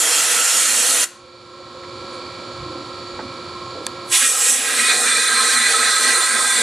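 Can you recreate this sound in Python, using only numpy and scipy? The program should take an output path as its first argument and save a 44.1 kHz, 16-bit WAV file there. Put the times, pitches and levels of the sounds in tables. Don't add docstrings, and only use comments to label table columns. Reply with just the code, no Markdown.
import sys
import numpy as np
from scipy import signal
from scipy.io import wavfile
from scipy.ndimage import uniform_filter1d, map_coordinates

SR = 44100
rng = np.random.default_rng(int(sys.argv[2]) if len(sys.argv) > 2 else 0)


def to_wav(sig):
    pcm = np.clip(np.atleast_2d(sig), -1, 1) * 32767
    pcm = np.round(pcm).astype(np.int16)
    wavfile.write(sys.argv[1], SR, pcm.T)


def boost_factor(decibels):
    exponent = np.asarray(decibels, float) / 20
    return 10 ** exponent


N = 291942
HOP, SIZE = 512, 2048
HZ = np.fft.rfftfreq(SIZE, 1 / SR)
FRAMES = np.arange(N // HOP + 5) * HOP / SR

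# (valve fully open [s], valve starts to shut [s])
BLASTS = [
    (-1, 1.04),
    (4.128, 7),
]


def evened(x, axis=None):
    return x / np.sqrt(np.mean(abs(x) ** 2, axis=axis, keepdims=True) + 1e-20)


def read(points, hz):
    f, value = np.transpose(points)
    return np.interp(np.log(hz + 1), np.log(f + 1), value)


def drift(rows, across, along):
    field = rng.standard_normal((len(FRAMES), rows)).T
    for _ in range(2):
        field = uniform_filter1d(field, across, 0)
        field = uniform_filter1d(field, along, 1)
    return evened(field)


def colour(table, between_db, waver_db, damping):
    bed, rings = table
    f, width, db = np.transpose(rings)
    width = np.maximum(width, damping * f)
    shape = 1 / (1 + (2 * (HZ[:, None] - f) / width) ** 2) ** 2
    swell = boost_factor(db[:, None] + waver_db * drift(len(f), across=1, along=7)) ** 2
    bed_gain = boost_factor(read(bed, HZ) + between_db)[:, None]
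    return np.sqrt(bed_gain ** 2 + shape @ swell)


def pair(magnitude, same, left):
    a, b, c, d = rng.standard_normal((len(FRAMES), len(HZ), 4)).T
    like = np.clip(read(same, HZ), 0, 1)[:, None]
    lean = boost_factor(read(left, HZ) / 2)[:, None]
    one = a + 1j * b
    other = like * one + np.sqrt(1 - like ** 2) * (c + 1j * d)
    return magnitude * np.array([one * lean, other / lean])


def sound_of(z):
    return signal.istft(z, nperseg=SIZE, noverlap=SIZE - HOP)[1][..., :N]


def jet():
    # (frequency [Hz], width [Hz], level [dB])
    rim = ([(71, -82), (120, -71), (245, -10), (390, -14), (500, -8.5), (960, -9), (1320, -2.5),
           (1970, -2.5), (3780, -4), (6000, -7), (9410, -5.5), (11900, -12), (13000, -20), (16000, -46)],
           [(490.4, 41, 0), (757, 70, -20), (1326, 71, 3.5), (1610, 57, -5), (1940, 230, -3),
           (2346, 90, -6), (2790, 85, -3), (3220, 140, -2.5), (4240, 260, -4), (5400, 200, -5),
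           (6360, 288, -6.5), (7050, 98, -1.5), (7610, 400, -2), (8650, 365, -12.5), (9360, 380, -1.5)])
    face = ([(71, -70), (120, -57), (175, -44), (380, -24), (690, -27), (930, -28), (1100, -12), (2500, -6),
            (5300, -6), (7720, -1.5), (10200, -6), (12000, -10.5), (12700, -14.5), (13700, -25)],
            [(254.6, 50, -13.5), (507, 90, -9), (600, 42, -13.5), (810, 100, -12.5), (1065, 74, -7),
            (1300, 160, -5.5), (1640, 61, 2), (1902, 65, 1.5), (2460, 110, -6), (3420, 205, -8.5),
            (6000, 400, -5), (7690, 420, 0.5), (8470, 300, 0), (9380, 200, 0.5), (10040, 460, -1.5),
            (10850, 300, -5)])
    bore = [(71, -70), (120, -46), (235, -27.5), (372, -17), (471, -15), (907, -18), (1270, -12),
            (1580, -4.5), (2920, -15.5), (4010, -3), (4890, -10.5), (9050, 2), (10600, -13), (12100, -15),
            (13700, -27)], [(245.8, 16.6, -9.5), (474, 29, -12.5), (750, 57, -16.5), (1055, 44, -9.5),
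            (1295, 58, -0.5), (1507, 15, -20), (1593, 40, 1), (1607, 12, 4.5), (1789, 20, -5.5),
            (1933, 18, 3), (1987, 30, -1.5), (2200, 38, -10), (2374, 29, -5), (2475, 13, -2.5),
            (2890, 120, -21), (3533, 44, 1), (3850, 43, -1), (4400, 13, -15.5), (4134, 32, 4.5),
            (4090, 28, -16), (4540, 55, -6.5), (6000, 250, -13), (6730, 66, -9.5), (7600, 310, -3),
            (8500, 500, -6), (9080, 120, 0), (9760, 60, -2)]
    edges_hz = [5500, 2900, 950]
    # (frequency [Hz], likeness [0-1])
    jet_same = [(60, 0.65), (150, 1), (360, 0.84), (890, 0.88), (2190, 0.94), (5400, 0.905), (10500, 0.92),
                (13300, 0.3)]
    # (frequency [Hz], left minus right [dB])
    jet_left = [(60, -5), (180, -2), (520, -2.5), (1530, -2.5), (4510, -2.5), (10500, -1.5), (13300, -4.5)]

    share = bore_share()
    on_face = wandering(colour(face, -2.0, 3.0, .03), .01)
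    in_bore = wandering(colour(bore, -6.0, 3.0, .006), .0012)
    second = (1 - share) * on_face + share * in_bore
    aimed = np.where(FRAMES < 2.5, wandering(colour(rim, -2.0, 2.0, .03), .01), second)
    aimed = aimed * closing_gap()
    aimed = aimed * boost_factor(1.02 * drift(len(HZ), across=14, along=3))
    aimed = aimed * boost_factor(1.8 * drift(len(HZ), across=2, along=60))

    above = [1 / (1 + (edge / (HZ + 1)) ** 16) for edge in edges_hz]
    masks = np.diff([0 * HZ] + above + [0 * HZ + 1], axis=0)
    z = pair(moves(), jet_same, jet_left)
    out = np.zeros((2, N))
    for mask, db in zip(masks, strengths(np.arange(N) / SR)):
        part = evened(sound_of(z * evened(aimed * mask[:, None], axis=0)))
        out += part * uniform_filter1d(boost_factor(db), size=300)
    return out


def bore_share():
    # (time [s], share of the jet inside the bore [0-1])
    into_bore = [
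        (4.6, 0.052),
        (4.75, 0.66),
        (4.85, 0.97),
    ]
    return np.clip(np.interp(FRAMES, *np.transpose(into_bore)), 0, 1)


def wandering(magnitude, share):
    bins, frames = np.indices(magnitude.shape)
    slid = bins * (1 + share * drift(len(HZ), across=60, along=9))
    return map_coordinates(magnitude, [slid, frames], order=1, mode="nearest")


def closing_gap():
    from_s, to_s, from_hz, to_hz, gap_db = 4.74, 4.97, 1850, 4000, 5
    closing = np.clip((FRAMES - from_s) / (to_s - from_s), 0, 1)
    gap_hz = from_hz + (to_hz - from_hz) * closing
    peak = np.exp(-((HZ[:, None] - gap_hz) / 600) ** 2)
    return boost_factor(gap_db * np.sin(np.pi * closing) * peak)


def moves():
    # (time [s], half length [s], level [dB], centre frequency [Hz])
    hand_moves = [(.19, .05, 2.5, 3000), (.62, .03, -4, 900), (4.15, .03, 12, 2900), (4.235, .03, 10, 2100),
                  (4.35, .045, -5, 8500), (4.46, .05, 4, 1600), (4.52, .05, -5, 450),
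                  (4.5, .025, 2.5, 9500), (4.62, .07, -8, 8000), (4.7, .04, 3, 1600), (4.74, .05, -5, 7000),
                  (4.765, .012, -3, 2500), (4.795, .02, 5, 2000), (4.85, .03, -2, 8500),
                  (4.91, .035, 4.5, 2000), (5.0, .055, -6.5, 2000), (5.75, .35, 2.1, 1500),
                  (6.12, .07, 4, 2200), (6.38, .15, -3.5, 3700)]
    reach_octaves = .85
    total_db = 0
    for s, half, db, hz in hand_moves:
        in_pitch = np.exp(-(np.log2((HZ + 1) / hz) / reach_octaves) ** 2)
        in_time = np.exp(-((FRAMES - s) / half) ** 2)
        total_db = total_db + db * np.outer(in_pitch, in_time)
    return boost_factor(total_db)


def strengths(t):
    # (hiss [dB], slot whistle [dB], bore roar [dB], low wash [dB])
    on_rim = (-17.2, -25.5, -25, -34)
    on_face = (-15.5, -28, -28.5, -37)
    in_bore = (-20, -22, -20, -34)
    gusts_db = [
        [.6],
        [.8],
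        [.8],
        [1.8],
    ]
    open_db_per_s, shut_db_per_s = 600, 850

    share = bore_share()
    second = np.outer(on_face, 1 - share) + np.outer(in_bore, share)
    db = np.where(FRAMES < 2.5, np.array(on_rim)[:, None], second)
    db = db + gusts_db * drift(4, across=1, along=5)
    valve = []
    for start, end in BLASTS:
        slope = np.minimum(open_db_per_s * (t - start), shut_db_per_s * (end - t))
        valve.append(np.minimum(slope, 0))
    return np.array([np.interp(t, FRAMES, row) for row in db]) + np.max(valve, axis=0)


def shop(x):
    # (frequency [Hz], t60 [s])
    shop_t60 = [
        (200, 0.23),
        (1500, 0.57),
        (6000, 0.44),
        (12000, 0.28),
    ]
    hz, t, z = signal.stft(rng.standard_normal((2, SR)), SR, nperseg=256)
    decay = boost_factor(-60 * t / read(shop_t60, hz)[:, None])
    tail = signal.istft(z * decay, SR, nperseg=256)[1]
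    tail = 1.2 * tail[:1] + 0.27 * tail
    return signal.fftconvolve(x.mean(0)[None], tail / np.linalg.norm(tail[0]), axes=1)[:, :N]


def tick():
    # (frequency [Hz], level [dB], t60 [s])
    tip = [(1100, -9, .012), (2360, -13, 0.0079), (3640, -5.5, 0.009), (4460, -5, 0.0083),
           (6300, -8, 0.0068), (7170, -7, .008), (8100, -5.5, .007), (9700, -2, 0.0034),
           (11200, -17, 0.0044)]
    tick_s, tick_db = 3.8663, -3.5
    out = np.zeros(N)
    u = np.arange(2000) / SR
    ring = sum(boost_factor(db - 60 * u / t60) * np.cos(2 * np.pi * hz * (u - .00025)) for hz, db, t60 in tip)
    ring = -ring * np.clip(u / .0003, 0, 1) ** 2
    ring = ring / abs(ring).max()
    knock = boost_factor(-60 * u / 0.014) * np.sin(2 * np.pi * 1700 * u)
    for after, db, sound in [(0, 3.5, ring), (.0012, -9, ring), (.003, -19, knock)]:
        out[round((tick_s + after) * SR):][:len(u)] += boost_factor(tick_db + db) * sound
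    return out


def bumps():
    # (time [s], level [dB], lowest [Hz], highest [Hz], t60 [s])
    panel_bumps = [(1.83, -39, 500, 2200, .12), (2.11, -49, 500, 1900, .15), (2.575, -22.5, 70, 130, .3),
                   (2.649, -30, 300, 350, .37), (2.739, -30, 290, 350, .46), (3.128, -35, 40, 130, .17),
                   (2.125, -46, 6000, 9900, .25), (3.19, -22, 243, 1460, .1), (3.218, -30.5, 227, 290, .26),
                   (3.51, -32.5, 1055, 1077, 1.01), (3.749, -26.5, 277, 600, .17),
                   (3.8, -26.5, 280, 600, .13)]
    rise_share = .033
    out = np.zeros(N + SR)
    u = np.arange(SR // 2) / SR
    for s, db, low_hz, high_hz, t60 in panel_bumps:
        band = signal.butter(3, [low_hz, high_hz], "bandpass", fs=SR, output="sos")
        puff = evened(signal.sosfilt(band, rng.standard_normal(len(u))))
        rise = 1 - np.exp(-u / (rise_share * t60))
        out[round(s * SR):][:len(u)] += boost_factor(db - 60 * u / t60) * rise * puff
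    return out[:N]


def machine():
    # (frequency [Hz], width [Hz], level [dB])
    casing_modes = ([(24, -51), (55, -25), (100, -9.5), (260, -6.5), (450, -3.5), (740, -4.5), (1360, -11),
                    (1750, -20), (2800, -19), (4400, -10), (6250, -27.5), (7700, -24.5), (8800, -33),
                    (9500, -27), (11000, -29.5), (12500, -50)], [(104, 32, 3.5), (176, 15, -1),
                    (242, 53, 1), (350, 63, 1.5), (526, 42, 7), (1063, 56, 1), (1290, 56, -4),
                    (1630, 110, -22), (1900, 80, -13.5), (2320, 170, -9.5), (3020, 45, -22),
                    (3154, 60, -16.5), (3460, 76, -15), (3960, 77, -8), (4478, 140, -4.5), (4900, 20, -18),
                    (4940, 25, -17), (5600, 78, -18), (6000, 76, -24), (6900, 350, -21.5)])
    # (frequency [Hz], level [dB])
    whine_tones = [(123.8, -51), (317.6, -53.5), (355.3, -37), (543.7, -43.5), (979.8, -48), (1061, -44.5),
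                   (1109, -46), (1270, -44.5), (1314, -50), (1351, -39), (1556, -56), (1653, -53)]
    # (frequency [Hz], likeness [0-1])
    machine_same = [(60, 1), (180, 0.98), (520, 0.99), (1530, 0.72), (4510, 0.69), (13300, 0.34)]
    # (frequency [Hz], left minus right [dB])
    machine_left = [(60, 5), (180, -3.5), (520, -3.5), (1530, -2), (4510, -5), (13300, 6)]
    machine_db, shaft_hz = -31, 23.59

    t = np.arange(N) / SR
    casing = colour(casing_modes, -2.5, 1.6, 0.0072)
    flow = evened(sound_of(pair(casing, machine_same, machine_left)))

    turns = shaft_hz * t + 0.012 * np.interp(t, FRAMES, drift(1, across=1, along=40)[0])
    pattern = rng.standard_normal(1024)
    rattle = np.interp(turns % 1, np.arange(1024) / 1024, pattern, period=1)
    passes = casing / (1 + (900 / (HZ[:, None] + 1)) ** 4)
    z = signal.stft(rattle, nperseg=SIZE, noverlap=SIZE - HOP)[2]
    rattle = evened(sound_of(z * passes[:, :N // HOP + 2]))

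    whines = np.zeros(N)
    waver = drift(len(whine_tones), across=1, along=9)
    for (hz, db), w in zip(whine_tones, waver):
        level = boost_factor(db + 0.81 * np.interp(t, FRAMES, w))
        whines += level * np.sin(2 * np.pi * (hz * t + rng.random()))
    solid = boost_factor(machine_db - 6.5) * rattle + whines
    hum = boost_factor(machine_db - 5.0) * flow + solid * boost_factor([[-1.0], [1.1]])
    return hum * boost_factor(passed(t))


def passed(t):
    ducked_db, freed_db, recover_db_per_s, grab_s = -15, -.5, 14, .07
    climb = np.clip(ducked_db + recover_db_per_s * (t - BLASTS[0][1]), ducked_db, freed_db)
    grab = np.clip((t - BLASTS[1][0]) / grab_s, 0, 1)
    return climb + grab * (ducked_db - climb)


def scene():
    air = jet()
    near = (bumps() + tick()) * boost_factor([[-1.1], [1.1]])
    return air + boost_factor(-16) * shop(air) + machine() + near


def thinned(x):
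    # (frequency [Hz], level against the whole frame [dB])
    rounding = [(40, -66), (100, -43), (170, -37), (400, -36), (950, -35), (1400, -50), (6000, -49),
                (8000, -46), (9000, -44), (11000, -43), (12200, -42), (12800, -37), (14000, -35)]
    how = dict(window="cosine", nperseg=4096, noverlap=2048)
    hz, t, z = signal.stft(x, SR, **how)
    loudness = np.sqrt((abs(z) ** 2).sum(1, keepdims=True)) + 1e-9
    uneven = rng.standard_normal((len(t), len(hz) // 8 + 1)).T
    uneven = np.repeat(uneven, 8, axis=0)[:len(hz)]
    step = loudness * boost_factor(read(rounding, hz)[:, None] + 3.0 * uneven)
    size = np.floor(abs(z) / step + 0.47) * step
    return signal.istft(size * z / (abs(z) + 1e-20), SR, **how)[1][:, :N]


def top_cut(x):
    return signal.sosfilt(signal.butter(12, 13870, fs=SR, output="sos"), x)


def record(dry):
    rounded = dry / (1 + abs(dry) ** 6) ** (1 / 6)
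    mix = thinned(rounded)
    return top_cut(mix)


dry = scene()
out = record(dry)
to_wav(out)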